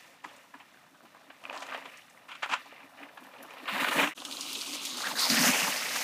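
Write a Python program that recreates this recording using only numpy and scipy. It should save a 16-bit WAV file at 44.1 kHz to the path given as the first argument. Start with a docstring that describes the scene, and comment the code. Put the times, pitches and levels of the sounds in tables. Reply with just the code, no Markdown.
"""Tyres crunch over grit on a damp forest trail, with scuffs, snaps and clacks, as a bicycle passes close by.
After a cut it nears a muddy puddle and ploughs through: spray, slosh and mist, hollowed by the water's echo.
Crunch, hiss and wash are clumped ringing grains; scuffs, snaps and ticks are noise puffs; clacks are damped sines.
Bumps drive tyre boom and ground thud; frame ringing, tree echoes and still air complete the scene."""
import sys
import numpy as np
from scipy import signal
from scipy.fft import next_fast_len
from scipy.io import wavfile
from scipy.ndimage import uniform_filter1d

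SR = 44100
rng = np.random.default_rng(int(sys.argv[2]) if len(sys.argv) > 2 else 0)


def dump(signal):
    """Clip the signal to [-1, 1] and save it as 16-bit WAV at the path in sys.argv[1]."""
    limited = np.clip(np.atleast_2d(signal).T, -1, 1)
    pcm = np.round(limited * 32767).astype(np.int16)
    wavfile.write(sys.argv[1], SR, pcm)


N = 266011

# tyres on the trail: t/s, soil crunch level/dB, grit level/dB, hiss level/dB
TRAIL_LEVELS = [(0, -60.5, -56, -63), (.2, -66.5, -67, -72.5), (.34, -56.5, -55, -67.5),
                (.46, -68.5, -67, -69.5), (.76, -68, -63, -71.5), (.96, -68, -71, -72),
                (1.18, -62.5, -64.5, -72.5), (1.4, -64, -62.5, -69.5), (1.5, -45.5, -50, -68.5),
                (1.62, -51.5, -61, -64), (1.71, -48, -46, -64), (1.78, -50, -47, -65),
                (1.81, -59, -51.5, -65), (1.87, -55.5, -54, -68), (1.93, -56, -52.5, -65),
                (2.03, -65.5, -60, -66), (2.12, -65.5, -66, -67.5), (2.23, -60.5, -62.5, -72),
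                (2.3, -60, -62, -68.5), (2.49, -58.5, -53.5, -67), (2.6, -54.5, -52.5, -65.5),
                (2.7, -62.5, -58, -68.5), (2.83, -57.5, -57, -71.5), (2.93, -59, -62.5, -69),
                (2.99, -53, -55.5, -69), (3.07, -54.5, -60, -71), (3.15, -58.5, -62, -69),
                (3.23, -50.5, -61, -65), (3.3, -53, -61, -69), (3.37, -53, -57, -69), (3.5, -55, -54, -65),
                (3.62, -51.5, -55, -67), (3.665, -45.5, -43, -65), (3.685, -44, -43, -52),
                (3.73, -45, -33, -50.5), (3.765, -40, -38, -47), (3.778, -39, -36.5, -48),
                (3.81, -39.5, -29.5, -41.5), (3.83, -33, -30, -45), (3.841, -41, -36, -42),
                (3.85, -39, -28, -44), (3.862, -40, -36, -48), (3.885, -37, -28, -42),
                (3.903, -45, -37.5, -48), (3.918, -38, -30.5, -41), (3.948, -37, -39, -38.5),
                (3.97, -33.5, -29, -42), (3.995, -31, -27.5, -39.5), (4.021, -34, -29, -38),
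                (4.04, -32, -28, -47), (4.064, -42, -36, -44), (4.078, -35, -36, -49),
                (4.09, -45, -41.5, -47.5), (4.13, -58.5, -45, -65)]
# wheel going by: t/s, tyre hiss f/Hz, ground-echo hollow f/Hz, hollow depth/1 (held to 0.6 in use)
HISS_PATH = [(0, 7300, 5960, 0), (3.6, 10500, 6450, 0.16), (3.8, 11200, 5740, 1), (3.95, 9600, 5400, 1),
             (4.05, 8350, 4500, 0.7), (4.14, 8200, 4620, 0.9)]
# tyres in mud and water: t/s, spray level/dB, slosh level/dB, mist level/dB
PUDDLE_LEVELS = [(4.155, -54, -64, -60), (4.18, -49, -42.5, -51), (4.24, -48, -46, -53.5),
                 (4.29, -45, -43.5, -47.5), (4.5, -35, -45, -47), (4.56, -39, -42, -45.5),
                 (4.7, -36.5, -45.5, -44), (4.755, -33.5, -39.5, -37), (4.78, -38.5, -44, -57),
                 (4.805, -39, -49, -55), (4.82, -41, -44, -41), (4.866, -37.5, -45, -38.5),
                 (4.96, -46.5, -44.5, -44), (5.02, -37.5, -42.5, -38), (5.07, -36, -35, -44.5),
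                 (5.09, -38, -37.5, -38), (5.12, -35, -35.5, -46), (5.145, -45, -43.5, -47),
                 (5.165, -39.5, -34.5, -39), (5.19, -29, -32, -43), (5.21, -30, -38, -31.5),
                 (5.255, -29, -35, -35.5), (5.285, -35.5, -38, -35), (5.31, -30, -33, -30.5),
                 (5.355, -28, -31, -28.5), (5.375, -27, -29, -39), (5.415, -29, -32.5, -28.5),
                 (5.48, -26, -24, -28.5), (5.515, -25, -30, -34), (5.555, -25.5, -27.5, -40),
                 (5.59, -25.5, -31, -34), (5.67, -32, -34.5, -37), (5.93, -34.5, -37.5, -41.5),
                 (5.96, -31.5, -39, -35), (6.03, -34.5, -37.5, -38)]
# colour over the water: t/s, echo hollow f/Hz, hollow depth/1, spray peak f/Hz, peak strength/1
WATER_MIRROR = [(4.14, 2100, 0.7, 3220, 0.76), (4.7, 1820, 0.58, 2850, 0.16), (4.95, 1920, 0.3, 4020, 2),
                (5.06, 2620, 0.28, 3760, 0.45), (5.165, 2770, 0.4, 4100, 1.5), (5.2, 2940, 0.55, 4340, 1.7),
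                (5.28, 2880, 0.25, 4370, 2.3), (5.35, 3360, 0.18, 4730, 0.99), (5.45, 3860, 0, 5740, 1.03),
                (5.55, 4500, 0.46, 6900, 0.52), (5.7, 3420, 0, 5670, 0.23)]
# moving slosh pitch as the wheels enter the water: t/s, f/Hz, strength/1
SLOSH_SWOOP = [(4.14, 1300, 0.89), (4.97, 1210, 0.77), (5.03, 1270, 1.6), (5.065, 1740, 1.3),
               (5.125, 740, 1.2), (5.15, 800, 1), (5.158, 1860, 1.4), (5.2, 1330, 2), (5.27, 880, 1.5),
               (5.3, 1620, .5), (5.37, 1790, 0.68), (5.46, 1750, 0.71), (5.5, 2390, 1.1), (5.55, 2370, 1.5),
               (5.62, 2680, 0.91), (5.7, 2150, 0.75)]
# scuffs swelling over roots: start t/s, nominal peak/dB, f/Hz, bite re body/dB, treble re body/dB, length/s
SCUFFS = [(0.234, -34.5, 960, -8, -14, 0.023), (0.256, -55.5, 1140, 6, -4, 0.064),
          (0.439, -47, 950, -21, -17, 0.0093), (0.59, -46.5, 980, -1, -23, 0.037),
          (0.937, -51, 1240, -9, -22, 0.025), (1.049, -46, 1080, -7, -23, 0.015),
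          (1.53, -37.5, 794, -4, -12, 0.046), (1.584, -40, 950, -19, -10, 0.045),
          (1.615, -33, 880, -1.5, -8.5, 0.022), (1.658, -40, 1260, -2, -7, 0.019),
          (1.728, -33, 1360, -11, -17, 0.023), (1.768, -36.5, 790, -7, -16, 0.02),
          (2.277, -40.5, 1210, 0.5, -14, 0.034), (2.301, -38.5, 1270, 2.5, -14.5, 0.04),
          (2.347, -38.5, 1370, 0.5, -12, 0.016), (2.419, -26, 1170, 1, -12.5, 0.027),
          (2.485, -30.5, 960, -3, -13, 0.03), (2.504, -32, 1090, 3, -9, 0.03),
          (2.514, -26.5, 1050, 2.5, -12, 0.031), (2.531, -18, 1150, -3, -14.5, 0.016),
          (2.653, -42, 864, -12, -12, 0.016), (2.793, -50, 1010, -5, -22, 0.043),
          (2.954, -60, 982, 5, -13, 0.089), (3.019, -53, 1080, 10, -25, 0.032),
          (3.08, -57, 985, 9, -21, 0.02), (3.17, -35, 1150, -6, -20, 0.014),
          (3.387, -43.5, 650, -8, -24, 0.04), (3.441, -41, 830, -13, -20, 0.021),
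          (3.558, -48, 1170, -11, -22, 0.038), (3.668, -25, 1290, 0, -24, 0.043),
          (3.728, -31, 1200, 0, -20, 0.053), (3.796, -30, 1220, 0.5, -26, 0.019),
          (3.83, -23, 1270, -18, -24, 0.01), (3.864, -21.5, 1310, -5, -23, 0.013),
          (3.879, -21, 1520, -1, -13, 0.017), (3.908, -25.5, 1490, -13, -18, 0.038),
          (3.976, -23, 680, 5.5, -26, 0.032), (3.997, -17.5, 1810, -17, -14, 0.01),
          (4.009, -20.5, 1120, -3, -21, 0.016), (4.024, -20.5, 1800, 0, -16, 0.016),
          (4.068, -28.5, 1000, 4.5, -8, 0.017), (4.545, -22.5, 3100, -24, -10, 0.018)]
# stones and twigs snapping under the tread: start t/s, nominal peak/dB, f/Hz, bite re body/dB,
# treble re body/dB, length/s
SNAPS = [(0.537, -38.5, 1200, -20, -29, 0.02), (1.146, -41.5, 1050, -22, -26, 0.009),
         (1.3, -41.5, 770, -1, -27, 0.012), (1.438, -41, 795, -2, -8, 0.006),
         (1.526, -34, 850, -4, -12, 0.011), (1.56, -32, 1110, -20, -15, 0.016),
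         (1.688, -35, 1700, -6, -18, 0.0042), (1.694, -32, 1330, -12, -28, 0.0095),
         (1.723, -28.5, 1030, -13, -33, 0.0066), (1.745, -27.5, 860, -2, -27, 0.008),
         (1.853, -37, 774, 0, -15, 0.015), (2.434, -25, 1300, -27, -48, 0.013),
         (2.46, -26, 1130, -22, -20, 0.0034), (2.722, -38, 635, -19, -21, 0.0067),
         (3.336, -42.5, 600, -1, -21, 0.008), (3.505, -59, 600, 8, 7, 0.0097),
         (3.75, -29, 1250, -12, -26, 0.01), (3.844, -15, 1380, -32, -25, 0.0074),
         (4.036, -17, 1490, -13, -17, 0.016), (4.175, -37, 794, 9, -12, 0.014),
         (4.219, -25, 1000, 0.5, -14, 0.0034), (5.004, -28, 1170, -11, -3, 0.0057),
         (5.297, -18.5, 4500, -12, -21, 0.0076), (5.49, -36, 1510, -11, -20, 0.0079),
         (5.615, -23, 1450, -3, -20, .01), (5.645, -26, 1210, -10, -20, 0.012),
         (5.676, -20, 900, -12, -20, 0.0088), (5.958, -23, 1240, -22, -12, 0.011)]
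# flung grit and drops: start t/s, nominal peak/dB, f/Hz, bite re body/dB, treble re body/dB
TICKS = [(0.3634, -54, 2790, 5, -6), (1.5755, -34, 4020, -27, -25), (1.6046, -39, 4180, -21, -24),
         (1.972, -47, 2430, 3, -15), (2.0976, -56, 2660, 8, -8), (3.03, -63, 2660, -5, -1),
         (3.147, -59, 2660, -2, 3), (3.164, -62, 2660, -5, 5), (3.205, -57, 2700, -2, 1),
         (3.2374, -46, 2660, -9, -6), (3.266, -55, 2660, -5, 0), (3.29, -59, 2660, -5, 2),
         (3.322, -61, 2660, 0, -2), (3.3834, -45, 2470, -20, -19), (3.4273, -49.5, 2990, 6.5, 10.5),
         (3.463, -57, 2660, 2, 1), (3.536, -41.5, 2550, -18, -9), (3.5824, -41, 2520, -19, -11),
         (3.7444, -32, 2400, -19, -19), (4.1733, -40, 2560, -18, -21), (4.2014, -34.5, 3520, -18, -24),
         (4.25, -21.5, 2600, -6.5, -19), (4.311, -25, 2880, -7, -16), (4.3236, -23.5, 3150, -26, -23),
         (4.4082, -22.5, 4850, -12, -23), (4.428, -29, 3900, -16, -19), (4.478, -31, 2940, -15, -19),
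         (4.5294, -24.5, 4100, -9, -6), (4.611, -23.5, 4340, -15, -21), (4.7366, -30, 3400, -18, -5),
         (4.852, -25, 3140, 0.5, -5), (4.9706, -26, 4330, -6, -11), (5.0679, -21, 2680, -20, -23),
         (5.1923, -16.5, 4150, -5, -22), (5.234, -24, 4710, -30, -19), (5.2535, -22, 3900, -18, -20),
         (5.3695, -17.5, 1990, -12, -23), (5.431, -35, 5490, -10, -16), (5.4784, -17, 2340, -12, -13),
         (5.5464, -18.5, 2330, -26, -20), (5.9606, -34, 5250, -17, -15)]
# stones knocking rim and tread: t/s, peak before the high-pass/dB, f/Hz
CLACKS = [(0.2447, -32, 1870), (0.2488, -32.5, 1850), (0.5437, -41, 1670), (0.601, -45, 2200),
          (0.7444, -47, 1500), (0.7726, -47.5, 1490), (0.865, -52, 1270), (1.0063, -44, 1330),
          (1.169, -44, 1090), (1.3039, -38.5, 1700), (1.4384, -41, 2600), (1.4532, -26.5, 2580),
          (1.4981, -25, 2600), (1.7222, -31, 1490), (1.7475, -41, 2260), (1.7505, -31.5, 1660),
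          (1.8246, -37, 1860), (1.957, -50, 2430), (2.02, -46, 2970), (2.1488, -50, 1260),
          (2.175, -42.5, 2000), (2.4303, -23.5, 1340), (2.7207, -46, 1300), (2.7631, -46, 2260),
          (2.7803, -42, 2060), (2.805, -42.5, 1710), (2.8313, -42, 2280), (3.0305, -40, 2580),
          (3.0348, -35.5, 1800), (3.0934, -45, 1610), (3.2256, -47, 1190), (3.2544, -51, 1840),
          (3.3348, -48, 2500), (3.3683, -45, 2480), (3.407, -43, 1930), (3.436, -40, 1390),
          (3.5075, -37, 2640), (3.6785, -31, 2700), (3.767, -25.5, 1610), (3.8475, -23.5, 1430),
          (3.9695, -22, 1800), (4.0005, -22, 2690), (4.0095, -23, 1770), (4.0434, -18, 1810),
          (4.2025, -31, 3500), (4.3697, -22.5, 4060), (4.41, -23.5, 5070), (4.45, -29, 2920),
          (4.5905, -29, 4070), (4.6175, -23, 4640), (4.7365, -26, 3430), (5.3015, -11, 4700),
          (5.386, -23, 1760)]
# bumps loading the tyre: t at full strength/s, hold/s, tyre boom level/dB, ground thud level/dB
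BUMPS = [(0.08, 0.034, -82, -78), (0.255, 0.0082, -54, -63), (0.553, 0.0084, -58.5, -70),
         (0.756, .01, -63, -73), (0.922, 0.011, -63, -75), (1.031, 0.028, -60, -64),
         (1.288, 0.011, -63, -75), (1.45, .01, -67, -73), (1.576, .01, -59, -74), (1.715, 0.17, -70, -71),
         (2.514, .01, -53, -55), (2.684, 0.014, -66, -68), (2.844, .01, -57, -67), (3.016, 0.027, -54, -84),
         (3.22, 0.037, -63, -69), (3.39, 0.075, -63, -65), (3.628, 0.01, -52, -54),
         (3.73, 0.014, -60, -42.5), (3.757, 0.026, -48, -59), (3.822, 0.0066, -44, -41),
         (3.887, 0.0064, -40, -45), (3.965, 0.019, -38, -37), (4.021, 0.012, -38, -42),
         (4.044, 0.017, -38, -52), (4.08, 0.0091, -48, -60), (4.174, 0.037, -58, -83),
         (4.25, 0.11, -56, -85), (4.396, 0.16, -56.5, -83), (4.574, 0.0065, -42, -77),
         (4.675, 0.084, -50.5, -91), (4.812, 0.18, -57, -85), (4.924, 0.065, -65, -58),
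         (5.063, .03, -55, -62), (5.13, 0.01, -53, -47.5), (5.305, 0.038, -40.5, -35.5),
         (5.379, 0.057, -43.5, -32), (5.472, 0.027, -39, -30.5), (5.628, 0.01, -70, -40.5),
         (5.684, 0.009, -47, -47), (5.948, 0.0081, -66, -53)]
# wheel and frame modes: f/Hz, bandwidth/Hz, gain/dB
FRAME_MODES = [(561, 27, -9), (1007, 31, -5.5), (1225, 8.7, -18), (1820, 15, -6.5), (2410, 27, 1),
               (2860, 15, -40)]

# spectra of soil, grit, damp leaves and tread hiss: f/Hz, relative density/dB per Hz
SOIL_COLOUR = [(250, -46.5), (430, -3), (560, 3.5), (1000, 1.5), (1400, -3.5), (1900, -4), (3500, -46)]
GRIT_COLOUR = [(700, -31.5), (1200, 3), (1500, -6.5), (1800, 3.5), (2100, 1.5), (2400, 0), (2900, 0.5),
               (3300, -14), (5200, -25), (9000, -56)]
CRACKLE_COLOUR = [(2000, -30), (3500, 1), (5000, -8), (7000, -14), (10000, -30), (15000, -15)]
FIZZ_COLOUR = [(3500, -14), (5500, 0), (7000, -5.5), (10000, -6), (13000, -3.5), (16000, -4)]
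# spectra of flung water, fine mist and muddy slosh: f/Hz, relative density/dB per Hz
SPRAY_COLOUR = [(1200, -31), (2000, 3), (3000, -1), (5000, -1.5), (7000, -8.5), (9000, -5.5), (13000, -11)]
MIST_COLOUR = [(3820, -19), (6500, 2), (7560, -5), (14600, -2.5), (15000, -13), (15700, -3)]
SLOSH_COLOUR = [(210, -63), (350, -5.5), (408, -3.5), (525, 4), (1310, 4), (1850, 6), (2090, -3), (3000, 6),
                (3900, -76), (6600, -120)]
# spectra of tyre air chamber, ground and forest air: f/Hz, relative density/dB per Hz
BOOM_COLOUR = [(70, -52), (170, -27.5), (235, -18), (262, -3), (280, 0.5), (310, -8), (400, -16),
               (600, -44)]
THUD_COLOUR = [(60, -80), (120, -29), (150, -5), (190, -3.5), (250, 5), (330, -25), (450, -32.5)]
AIR_COLOUR = [(24, -30), (45, -17), (100, -8), (150, -2), (280, 0), (430, -10), (600, -7), (1200, -6),
              (2700, -13), (5000, -21), (8700, -25), (14300, -24), (15700, -26)]

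CUT_S, FADE_OUT_S, FADE_IN_DELAY_S, FADE_IN_S = 4.14, .008, .006, .012
CLUMP_DB = 1.7
CRACKLE_DB, CRACKLE_GRIT_SHARE = -2.5, 0.54  # leaves follow grit by this share, hiss by the rest
FAR_SHARE, CLOSER_SHARE, NEAR_SHARE = 0.11, 0.42, 0.79  # share of the mist heard close
ARRIVE_S, ARRIVE_LENGTH_S = 5.03, 0.054
SCUFF_RISE_SHARE, SNAP_RISE_SHARE = 0.56, 0.3  # of the event length
TICK_RISE_S, TICK_FALL_S = 0.0003, 0.0062
CLACK_RING_S, CLACK_REBOUND_S, CLACK_REBOUND_DB = 0.00095, 0.0022, -10
CLACK_UNDER_RATIO, CLACK_UNDER_DB = 0.517, -5.5  # duller knock below each clack
BUMP_RISE_DB_PER_S, BUMP_FALL_DB_PER_S = 1300, 850
ROLL_BOOM_DB, ROLL_THUD_DB = -12, -22.5  # re soil crunch
MUD_BOOM_DB, MUD_THUD_DB = -19.5, -19  # re slosh
TREES_DB, TREES_T60_S = -20.0, 0.041
AIR_DB = -65
EDGE_HZ = 15500


def trail(hits):
    """Soil and grit crunch, damp leaves crackle, the tread hisses; a ground echo hollows the pass."""
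    soil_db, grit_db, fizz_db = follow(TRAIL_LEVELS)
    crackle_db = CRACKLE_DB + CRACKLE_GRIT_SHARE * grit_db + (1 - CRACKLE_GRIT_SHARE) * fizz_db
    hiss_hz, hollow_hz, depth = follow(HISS_PATH)
    soil = gain_of(soil_db) * grains(SOIL_COLOUR, 600, 1.0, CLUMP_DB, 0.028, 0.9, 9.0, count=14)
    grit = gain_of(grit_db) * grains(GRIT_COLOUR, 1300, 1.5, CLUMP_DB, 0.02, 0.9, 9.0, count=12)
    crackle = gain_of(crackle_db) * grains(CRACKLE_COLOUR, 1500, 1.0, 1.0, 0.046, 0.48, 0.58, count=4)
    fizz = grains(FIZZ_COLOUR, 3000, 1.1, 1.4, 0.0034, 1.0, 2.0, count=4)
    fizz = gain_of(fizz_db) * evened(fizz + resonate(fizz, hiss_hz, 3900))
    jolts = soil + grit + hits
    direct = jolts + frame(jolts) + crackle + fizz
    return direct - np.clip(depth, 0, .6) * resonate(direct, hollow_hz, 1870)


def puddle(hits):
    """Spray, mist and slosh; the echo off flat water, half a period late in one band, is subtracted there."""
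    spray_db, slosh_db, mist_db = follow(PUDDLE_LEVELS)
    hollow_hz, depth, spray_hz, spray_strength = follow(WATER_MIRROR)
    swoop_hz, swoop_strength = follow(SLOSH_SWOOP)

    spray = grains(SPRAY_COLOUR, 2000, 0.85, 0.73, 0.021, 1.0, 7.0, count=14)
    # a moving peak brightens the spray
    peak = resonate(resonate(spray, spray_hz, 2500), spray_hz, 2500)
    spray = gain_of(spray_db) * evened(spray + spray_strength * peak)

    near_mist = grains(MIST_COLOUR, 4200, 1.5, CLUMP_DB, 0.011, 2.0, 2.4, count=4)
    # leaves and damp air soak up the top
    far_mist = evened(signal.lfilter(*signal.butter(2, 10000, fs=SR), near_mist))
    near_times_s = [CUT_S, ARRIVE_S, ARRIVE_S + ARRIVE_LENGTH_S]
    near = np.interp(np.arange(N) / SR, near_times_s, [FAR_SHARE, CLOSER_SHARE, NEAR_SHARE])
    mist = gain_of(mist_db) * (near * near_mist + (1 - near) * far_mist)

    slosh = grains(SLOSH_COLOUR, 1800, 1.3, 1.4, 0.0095, 1.0, 6.0, count=14)
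    swoop = resonate(resonate(slosh, swoop_hz, 750), swoop_hz, 750)
    slosh = gain_of(slosh_db) * evened(slosh + swoop_strength * swoop)

    direct = spray + mist + slosh + hits
    for detune in (.9, 1.1):  # two neighbouring passes make one broad hollow
        direct = direct - np.clip(depth, 0, 1) * resonate(direct, detune * hollow_hz, 1130)
    return direct


def scuffs():
    """Tread rubber drags over roots: rough puffs that swell slowly."""
    length_s = np.array(SCUFFS)[:, -1]
    return bursts(SCUFFS, SCUFF_RISE_SHARE * length_s, (1 - SCUFF_RISE_SHARE) * length_s, 1.34,
                  bite_hz=[1700, 3100], treble_hz=[4300, 7400], rough_db=5.0)


def snaps():
    """Stones and twigs give way under the tread: puffs that rise quickly."""
    length_s = np.array(SNAPS)[:, -1]
    return bursts(SNAPS, SNAP_RISE_SHARE * length_s, (1 - SNAP_RISE_SHARE) * length_s, 1.49,
                  bite_hz=[1700, 3200], treble_hz=[4300, 7800], rough_db=0.0)


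def ticks():
    """Flung grit and drops strike: bright puffs with a near-instant rise."""
    return bursts(TICKS, TICK_RISE_S, TICK_FALL_S, 1.41,
                  bite_hz=[5500, 9000], treble_hz=[9000, 15000], rough_db=3.0)


def clacks():
    """Stones knock rim and tread: a few cycles that die at once, then a weaker inverted rebound."""
    out, t = np.zeros(N), np.arange(800) / SR
    for start_s, peak_db, hz in CLACKS:
        ring = np.sin(2 * np.pi * hz * t)
        ring += gain_of(CLACK_UNDER_DB) * np.sin(2 * np.pi * CLACK_UNDER_RATIO * hz * t)
        ring *= np.exp(-t / CLACK_RING_S) * (1 - np.exp(-t * hz))
        for late_s, gain in ((0, 1), (CLACK_REBOUND_S, -gain_of(CLACK_REBOUND_DB))):
            at = round((start_s + late_s) * SR)
            out[at:at + len(t)] += gain * gain_of(peak_db) * ring / ring.max()
    return signal.lfilter(*signal.butter(2, 500, "high", fs=SR), out)


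def lows():
    """Rolling and bumps on the tread sound the tyre's air chamber and thud into the ground: narrow rumbles."""
    t = np.arange(N) / SR
    crunch_db, slosh_db = follow(TRAIL_LEVELS)[0], follow(PUDDLE_LEVELS)[1]
    boom_gain = gain_of(np.where(t < CUT_S, crunch_db + ROLL_BOOM_DB, slosh_db + MUD_BOOM_DB))
    thud_gain = gain_of(np.where(t < CUT_S, crunch_db + ROLL_THUD_DB, slosh_db + MUD_THUD_DB))
    for full_s, hold_s, boom_db, thud_db in BUMPS:
        part = slice(max(round((full_s - .2) * SR), 0), round((full_s + .5) * SR))
        u = t[part] - full_s
        rise_db = BUMP_RISE_DB_PER_S * np.minimum(u, 0)
        fall_db = BUMP_FALL_DB_PER_S * np.maximum(u - hold_s, 0)
        load = gain_of(rise_db - fall_db)
        boom_gain[part] += gain_of(boom_db) * load
        thud_gain[part] += gain_of(thud_db) * load
    boom = grains(BOOM_COLOUR, 220, 1.8, 0.4, 0.01, 1.2, 0.6, count=1)
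    thud = grains(THUD_COLOUR, 300, 1.5, .8, .02, 1.5, .6, count=1)
    both = boom_gain * steadied(boom, .6) + thud_gain * steadied(thud, .6)
    # the rumbles hold no deep bass
    return signal.sosfilt(signal.butter(3, 125, "high", fs=SR, output="sos"), both)


def frame(x):
    """Jolts excite the wheel and frame modes, each a narrow resonance."""
    return sum(gain_of(db) * signal.lfilter(*signal.iirpeak(hz, hz / width_hz, SR), x)
               for hz, width_hz, db in FRAME_MODES)


def trees(x):
    """Scattered echoes off the trunks: sparse taps of random sign, smoothed, that die away."""
    taps = np.zeros(SR // 2)
    at = np.arange(400, len(taps) - 20, 20)
    taps[at + rng.integers(0, 20, len(at))] = rng.choice([-1., 1.], len(at))
    decay_db = -60 * np.arange(len(taps)) / SR / TREES_T60_S
    taps = signal.lfilter([1], [1, -.6], taps) * gain_of(decay_db)
    return signal.oaconvolve(x, taps / np.linalg.norm(taps))[:N]


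def air():
    """Still forest air: faint steady coloured noise."""
    return gain_of(AIR_DB) * colour(rng.standard_normal(N), AIR_COLOUR)


def grains(points, per_s, spread_db, clump_db, clump_s, wash, cycles, count=8):
    """Uneven grains ring with Q = cycles; they clump over a wash too fine to tell apart."""
    step, out = 32, np.zeros(N)
    smooth = np.exp(-step / (clump_s * SR))
    drift = rng.standard_normal((count + 1, N // step + 1))
    clumps = evened(signal.lfilter([1], [1, -2 * smooth, smooth ** 2], drift))
    swell = gain_of(clump_db * (clumps[0] + 0.33 * clumps[1:]))  # partly shared by all rows
    size = gain_of(spread_db * np.minimum(rng.exponential(1, N), 5))
    size = size * (rng.random(N) < per_s / SR) * rng.choice([-1., 1.], N)
    pitch = rng.integers(0, count, N)
    # the first swell row shapes the wash, the rest the pitches in turn; the top or lone pitch stays silent
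    for k, (hz, own) in enumerate(zip(np.geomspace(points[1][0], points[-2][0], count), swell[1:])):
        clicks = evened(size * (pitch == k)) * np.repeat(own, step)[:N]
        out += signal.lfilter(*signal.iirpeak(hz, cycles, SR), clicks)
    fine = rng.standard_normal(N) * np.repeat(swell[0], step)[:N]
    return colour(evened(out) + wash * evened(fine), points)


def bursts(table, rise_s, fall_s, width, bite_hz, treble_hz, rough_db):
    """Crumbly noise: pitched body, bite and treble hiss, all sharing one swell and decay."""
    out, t = np.zeros(N + SR), np.arange(6000) / SR
    bite = signal.butter(3, bite_hz, "band", fs=SR, output="sos")
    treble = signal.butter(2, treble_hz, "band", fs=SR, output="sos")
    rises_s, falls_s = np.broadcast_to(rise_s, len(table)), np.broadcast_to(fall_s, len(table))
    for event, rise, fall in zip(table, rises_s, falls_s):
        start_s, peak_db, hz, bite_db, treble_db = event[:5]
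        crumbs = rng.standard_normal(len(t)) * gain_of(rough_db * rng.standard_normal(len(t)))
        body = signal.butter(2, [hz / width, hz * width], "band", fs=SR, output="sos")
        swell = np.sin(np.pi / 2 * t / rise) ** 2
        decay = np.exp(-(abs(t - rise) / fall) ** 0.76)
        shape = np.where(t < rise, swell, decay)
        at = round(start_s * SR)
        for band, rel_db in ((body, 0), (bite, bite_db), (treble, treble_db)):
            puff = shape * signal.sosfilt(band, crumbs)
            puff *= np.linalg.norm(shape) / np.linalg.norm(puff) / 2  # peaks reach about twice the rms
            out[at:at + len(t)] += gain_of(peak_db + rel_db) * puff
    return out[:N]


def resonate(x, hz, width_hz):
    """Resonance of gain 1 that follows the curve hz: shift to 0 Hz, low-pass, shift back."""
    turn, r = np.exp(2j * np.pi * np.cumsum(hz) / SR), np.exp(-np.pi * width_hz / SR)
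    return 2 * (turn * signal.lfilter([1 - r], [1, -r], x / turn)).real


def colour(x, points):
    """Causal filter with the given spectrum: the phase is the Hilbert transform of the log gain."""
    hz = abs(np.fft.fftfreq(8192, 1 / SR))
    f, db = np.transpose(points)
    log_gain = np.log(gain_of(np.maximum(np.interp(np.log(hz + 1), np.log(f), db), -100)))
    taps = np.fft.ifft(np.exp(np.conj(signal.hilbert(log_gain)))).real[:4096]
    return evened(signal.oaconvolve(x, taps)[:N])


def steadied(x, share):
    """Evens out part of the chance beats of a narrow rumble."""
    envelope = abs(signal.hilbert(x, next_fast_len(N))[:N])
    return evened(x / (uniform_filter1d(envelope, size=200) + 0.18) ** share)


def follow(table):
    """Columns of a table, interpolated at every sample."""
    t, (s, *columns) = np.arange(N) / SR, np.transpose(table)
    return [np.interp(t, s, c) for c in columns]


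def evened(x):
    """Scales to unit rms."""
    return x / np.sqrt(np.mean(x ** 2) + 1e-20)


def gain_of(db):
    """Amplitude ratio of a level in dB."""
    return 10 ** (np.asarray(db) / 20)


def scene():
    """Trail up to the cut, puddle after it; lows and air fade with both."""
    t = np.arange(N) / SR
    hits = snaps() + scuffs() + ticks() + clacks()
    hits = hits + gain_of(TREES_DB) * trees(hits)
    first = np.clip((CUT_S - t) / FADE_OUT_S, 0, 1)
    second = np.clip((t - CUT_S - FADE_IN_DELAY_S) / FADE_IN_S, 0, 1)
    mix = first * trail(hits) + second * puddle(hits) + (first + second) * (lows() + air())
    return mix[None]


def record(dry):
    """A small microphone drops the deepest bass; a steep low-pass then limits the band."""
    thin = signal.lfilter(*signal.butter(2, 65, "high", fs=SR), dry)
    low_pass = signal.firwin(767, EDGE_HZ, window=("kaiser", 9), fs=SR)
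    return signal.oaconvolve(thin, low_pass[None], "same")


dry = scene()
out = record(dry)
dump(out)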